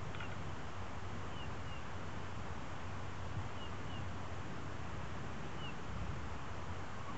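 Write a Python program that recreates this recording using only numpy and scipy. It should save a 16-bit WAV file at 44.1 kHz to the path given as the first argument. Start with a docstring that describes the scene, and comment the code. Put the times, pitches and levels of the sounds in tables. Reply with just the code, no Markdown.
"""Winter woodland near a road, heard at a small camera amid traffic rumble, tyre roar, light wind and hiss.
An engine drones near 94 Hz throughout, as a sine of drifting pitch; the roar and wind are shaped noise.
At once a bird whistles and the plastic shell ticks under a hand, ringing its modes; a faint peep follows.
Two whistles come from 1.3 s, a gust with a dull thump near 3.4 s, two more whistles, then a weaker gust.
The sixth whistle falls at 5.6 s, a third gust follows, and a faint far tone rises near 7 s."""
import sys
import numpy as np
from scipy import signal
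from scipy.fft import rfft, irfft, next_fast_len
from scipy.io import wavfile
from scipy.ndimage import uniform_filter1d, map_coordinates

SR = 44100
rng = np.random.default_rng(int(sys.argv[2]) if len(sys.argv) > 2 else 0)


def wrap_up_sound(samples):
    """Save the sound to the file named by the first command line argument, as 16-bit audio."""
    columns = np.atleast_2d(samples).T
    # keep every value between -1 and 1, then stretch to whole-number steps
    tamed = np.clip(columns, -1, 1)
    steps = np.round(tamed * 32767).astype(np.int16)
    wavfile.write(sys.argv[1], SR, steps)


N = 316549

# Falling whistles and the brief peep: start_s, length_s, first_pitch_hz, last_pitch_hz,
# bend (exponent of the fall, over 1 is faster at the end), peak_rms_db, peak_share (of the length)
WHISTLES = [ (0.135, 0.14, 3120, 2680, 1.2, -54, 0.88), (0.484, 0.021, 3160, 3000, 1.05, -59, 0.45),
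            (1.318, 0.146, 3090, 2685, 1.5, -52.5, 0.65), (1.645, 0.15, 2960, 2710, 1.05, -56, 0.52),
            (3.566, 0.12, 3070, 2800, 0.535, -54, 0.48), (3.872, 0.13, 3080, 2700, 1.2, -55, 0.55),
            (5.578, 0.135, 2990, 2580, 2.2, -49.5, 0.63), ]
# Far rising tone: time_s, pitch_hz, rms_db
FAR_TONE = [(6.89, 930, -68), (6.93, 1020, -58), (7.0, 1075, -57.5), (7.065, 1125, -51), (7.105, 1135, -54),
            (7.14, 1130, -66)]
SWELL_DB, SWELL_BEND = 16, 1.38  # rise to the peak of a whistle, quick at first
SAG_DB, CUT_SHARE, CUT_DB = 4, 0.13, 12  # sag after the peak, and the break-off in the last share

# Contacts on the shell: start_s, level_db, brightness_db_per_octave, low_mode_lag_s_per_octave
TICKS = [(0.147, -34.5, 0.5, 0.00055), (0.2006, -32.5, -2.5, 0.00353), (0.225, -39.5, -1, 0.00191),
         (0.2305, -40, -6, 0.00098), (0.312, -33, -0.8, 0.0078)]
# Modes of the plastic shell: pitch_hz, level_db, t60_s
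SHELL_MODES = [(1420, -2, 0.026), (2080, -9, 0.031), (2430, -5, 0.02), (2830, -13, 0.019),
               (3300, -8.5, 0.016), (3704, -12.5, 0.012)]

# Gusts at the microphone: peak_s, above_calm_db, rise_s, fall_s
GUSTS = [(3.39, 10.5, 0.11, 0.2), (4.3, 3.5, 0.2, 0.3), (5.95, 7.5, 0.18, 0.3)]
# Dull thump at the head of the strongest gust: start_s, level_db, first_pitch_hz, t60_s
THUMP = (3.366, -31.5, 118, 0.12)

# Engine drone: time_s, rms_db
DRONE = [(0.08, -62), (0.22, -43.5), (0.32, -53), (1.86, -57), (2.3, -47.5), (2.46, -57), (3.04, -51),
         (4.84, -55), (5.7, -65), (5.9, -54), (6.28, -67), (6.74, -52.5), (7.18, -62)]
DRONE_HZ, DRONE_DRIFT_HZ = 94.4, 1.612  # engine note and its slow drift

# Bands in which the rms of wind, rumble and tyres is set: low_hz, high_hz
AIR_BANDS = [(22, 55), (105, 300), (500, 2200)]
WIND_DB, RUMBLE_DB, TYRES_DB = -64.5, -52, -51.5  # rms in those bands, the wind when calm
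# Spectral shapes of wind on the microphone, engine rumble and tyre roar: frequency_hz, relative_db
WIND_SPECTRUM = [(10, -25), (24, -9.5), (45, -1.5), (80, -1.5), (130, -2.5), (200, -15.5), (400, -63.5)]
RUMBLE_SPECTRUM = [(20, -38), (42, -15), (60, -3.5), (82, 1), (105, -4), (130, -2), (210, -6), (400, -12.5),
                   (800, -30), (2000, -62)]
TYRE_SPECTRUM = [(150, -28.5), (400, -4), (700, -1.5), (1100, 0), (1500, -4.5), (2300, -11), (3000, -12.5),
                 (3500, -18.5), (4200, -32.5), (8000, -57.5)]

# Thin steady tones of the electronics: pitch_hz, rms_db
WHINE = [(4388, -86.5), (6222, -91), (6666, -89.5)]
# Roll-off of the converter: frequency_hz, gain_db
CONVERTER = [(6900, 0), (7400, -0.5), (7700, -5), (7950, -13.5), (8150, -21.5), (8270, -32.5)]
TOP_HZ = 8280  # nothing but the offset passes unless below this


def birds():
    """Direct sound and reflection: notes arrive first, then faint echoes scattered from the trunks."""
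    near = sum(note(whistle(*row), fade=.006, waver_hz=12, flutter_db=1.3) for row in WHISTLES)
    far = note(FAR_TONE, fade=.01, waver_hz=38, flutter_db=3)  # blurred by distance
    sent_to_trunks = amp(-15) * near + amp(-10) * far
    return near + far + echoes(sent_to_trunks, t60=.22, gap=.006)


def whistle(start, length, first_hz, last_hz, bend, peak_db, peak_share):
    """Pitch glide and envelope: the pitch falls as the level swells, sags and breaks off."""
    u = np.linspace(0, 1, num=41)
    peak_share = np.clip(peak_share, .1, .85)
    swell = SWELL_DB * np.clip(1 - u / peak_share, 0, 1) ** SWELL_BEND
    sag = SAG_DB * np.clip((u - peak_share) / (1 - peak_share), 0, 1)
    cut = CUT_DB * np.clip(1 - (1 - u) / CUT_SHARE, 0, 1)
    hz = first_hz + (last_hz - first_hz) * u ** bend
    return np.transpose([start + length * u, hz, peak_db - swell - sag - cut])


def note(rows, fade, waver_hz, flutter_db):
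    """Propagation through moving air: the pitch and level of a tone waver on the way."""
    hz, db = curves(rows)
    t = np.arange(N) / SR
    first_s, last_s = rows[0][0], rows[-1][0]
    gate = np.clip(np.minimum(t - first_s, last_s - t) / fade, 0, 1)
    return gate * tone(hz + waver_hz * wobble(60), db + flutter_db * wobble(70))


def echoes(x, t60, gap):
    """Diffuse reflection: scattered returns begin after a gap and decay exponentially."""
    t = np.arange(SR // 2) / SR
    tail = rng.standard_normal(len(t)) * amp(-60 * t / t60) * (t > gap)
    return signal.fftconvolve(x, tail / np.linalg.norm(tail))[:N]


def shell():
    """Modal vibration and dispersion: contacts ring modes; high bending waves run faster and arrive first."""
    ringing = np.zeros(N + SR)
    t = np.arange(SR // 8) / SR
    top_hz = SHELL_MODES[-1][0]
    for start, tick_db, bright_db, lag in TICKS:
        lag = max(lag, 0)
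        onset = .0005 + .18 * lag  # a farther contact is more drawn out
        for hz, mode_db, t60 in SHELL_MODES:
            delay = lag * (np.log2(top_hz / hz) + 0.26 * rng.random())
            u = np.clip(t - delay, 0, 1)
            rise = 1 - np.exp(-(u / onset) ** 2)
            level_db = tick_db + mode_db + bright_db * np.log2(hz / 2000) + rng.normal(0, 1.4)
            decay = amp(level_db - 60 * u / t60)
            mode_hz = hz * (1 + rng.normal(0, 0.015))
            ringing[round(start * SR):][:len(t)] += decay * rise * np.sin(2 * np.pi * mode_hz * u)
    direct = ringing[:N]
    rattle = amp(-8) * echoes(direct, t60=0.11, gap=0.0034)  # loose parts inside shake on raggedly
    return direct + rattle


def thump():
    """Damped oscillation: one low push swings a few times, sinking in pitch."""
    start, db, hz, t60 = THUMP
    u = np.clip(np.arange(N) / SR - start, 0, 1)
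    onset = 1 - np.exp(-u / 0.004)
    sinking = 1 - 2.3 * np.minimum(u, .1)
    return amp(db - 60 * u / t60) * onset * np.sin(2 * np.pi * hz * u * sinking)


def engine_drone():
    """Periodic source: a distant engine sounds one sine that wanders in pitch and level."""
    drone_db, = curves(DRONE)
    hz = DRONE_HZ + DRONE_DRIFT_HZ * wobble(1.1) + 1.5 * wobble(6)
    return tone(hz, drone_db + 2.2 * wobble(6.2))


def traffic():
    """Broadband radiation: distant engines rumble low and tyres roar higher, as two shaped noises."""
    _, rumble_band, tyre_band = AIR_BANDS
    rumble = amp(RUMBLE_DB + 0.63 * wobble(4)) * rush(RUMBLE_SPECTRUM, rumble_band, patchy_db=0.78)
    tyres = amp(TYRES_DB + 0.22 * wobble(4)) * rush(TYRE_SPECTRUM, tyre_band, patchy_db=0.54)
    return rumble + tyres


def wind():
    """Turbulent pressure: wind pushes on the microphone as low noise that gusts make louder."""
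    wind_band, _, _ = AIR_BANDS
    level = amp(WIND_DB + gusts() + 2.6 * wobble(4))
    return level * rush(WIND_SPECTRUM, wind_band, patchy_db=1.3)


def gusts():
    """Transient flow: each gust adds a bell-shaped rise in dB, with its own rise and fall times."""
    t = np.arange(N) / SR
    return sum(db * np.exp(-((t - s) / np.where(t < s, rise, fall)) ** 2) for s, db, rise, fall in GUSTS)


def rush(spectrum, band, patchy_db):
    """Spectral shaping: noise patchy in time and frequency is coloured, then set to rms 1 in its band."""
    z = signal.stft(rng.standard_normal(N + 1024), nperseg=1024)[2]
    patches = uniform_filter1d(rng.standard_normal(z.shape), 8, 0)
    patches = uniform_filter1d(patches, 8, 1)
    noise = signal.istft(z * amp(patchy_db * unit(patches)), nperseg=1024)[1][:N]
    noise = filtered(noise, lambda hz: amp(along(spectrum, hz)))
    in_band = filtered(noise, lambda hz: (hz > band[0]) & (hz < band[1]))
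    return noise / np.std(in_band)


def tone(hz, db):
    """Phase accumulation: a sine follows a pitch curve and an rms level."""
    cycles = np.cumsum(hz) / SR + rng.random()
    return np.sqrt(2) * amp(db) * np.sin(2 * np.pi * cycles)


def wobble(rate):
    """Slow fluctuation: a smooth curve through random knots, rate of them a second."""
    knots = rng.standard_normal(int(N * rate / SR) + 4)
    return map_coordinates(knots, [np.arange(N) * rate / SR])


def curves(rows):
    """Linear interpolation: one value per sample for each column after the time."""
    s, *cols = np.transpose(rows)
    return [np.interp(np.arange(N) / SR, s, c) for c in cols]


def along(points, hz):
    """Logarithmic frequency scale: (Hz, value) points are interpolated on a log axis."""
    f, v = np.transpose(points)
    return np.interp(np.log(hz + 1), np.log(f + 1), v)


def filtered(x, response):
    """Linear filtering: the spectrum of x is multiplied by a response of frequency."""
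    m = next_fast_len(N + SR // 2)
    spectrum = rfft(x, m) * response(np.fft.rfftfreq(m, 1 / SR))
    return irfft(spectrum, m)[..., :N]


def amp(db):
    """Decibel scale: the amplitude gain of a level in dB."""
    return 10 ** (np.asarray(db) / 20)


def unit(x):
    """Normalisation: x at rms 1."""
    return x / np.sqrt(np.mean(x ** 2) + 1e-20)


def scene():
    """Superposition: the pressures of all sources add at one microphone."""
    return (birds() + shell() + thump() + engine_drone() + traffic() + wind())[None]


def record(dry):
    """Electronic noise and band limiting: hiss, thin tones and an offset join; the top rolls off."""
    hiss = amp(-59.5) * rng.standard_normal(N)
    whine = sum(tone(np.full(N, float(hz)), db) for hz, db in WHINE)
    offset = -.0072  # constant, of full scale
    rolled = filtered(dry + hiss + whine, lambda hz: amp(along(CONVERTER, hz)))
    return offset + filtered(rolled, lambda hz: hz < TOP_HZ)


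dry = scene()
out = record(dry)
wrap_up_sound(out)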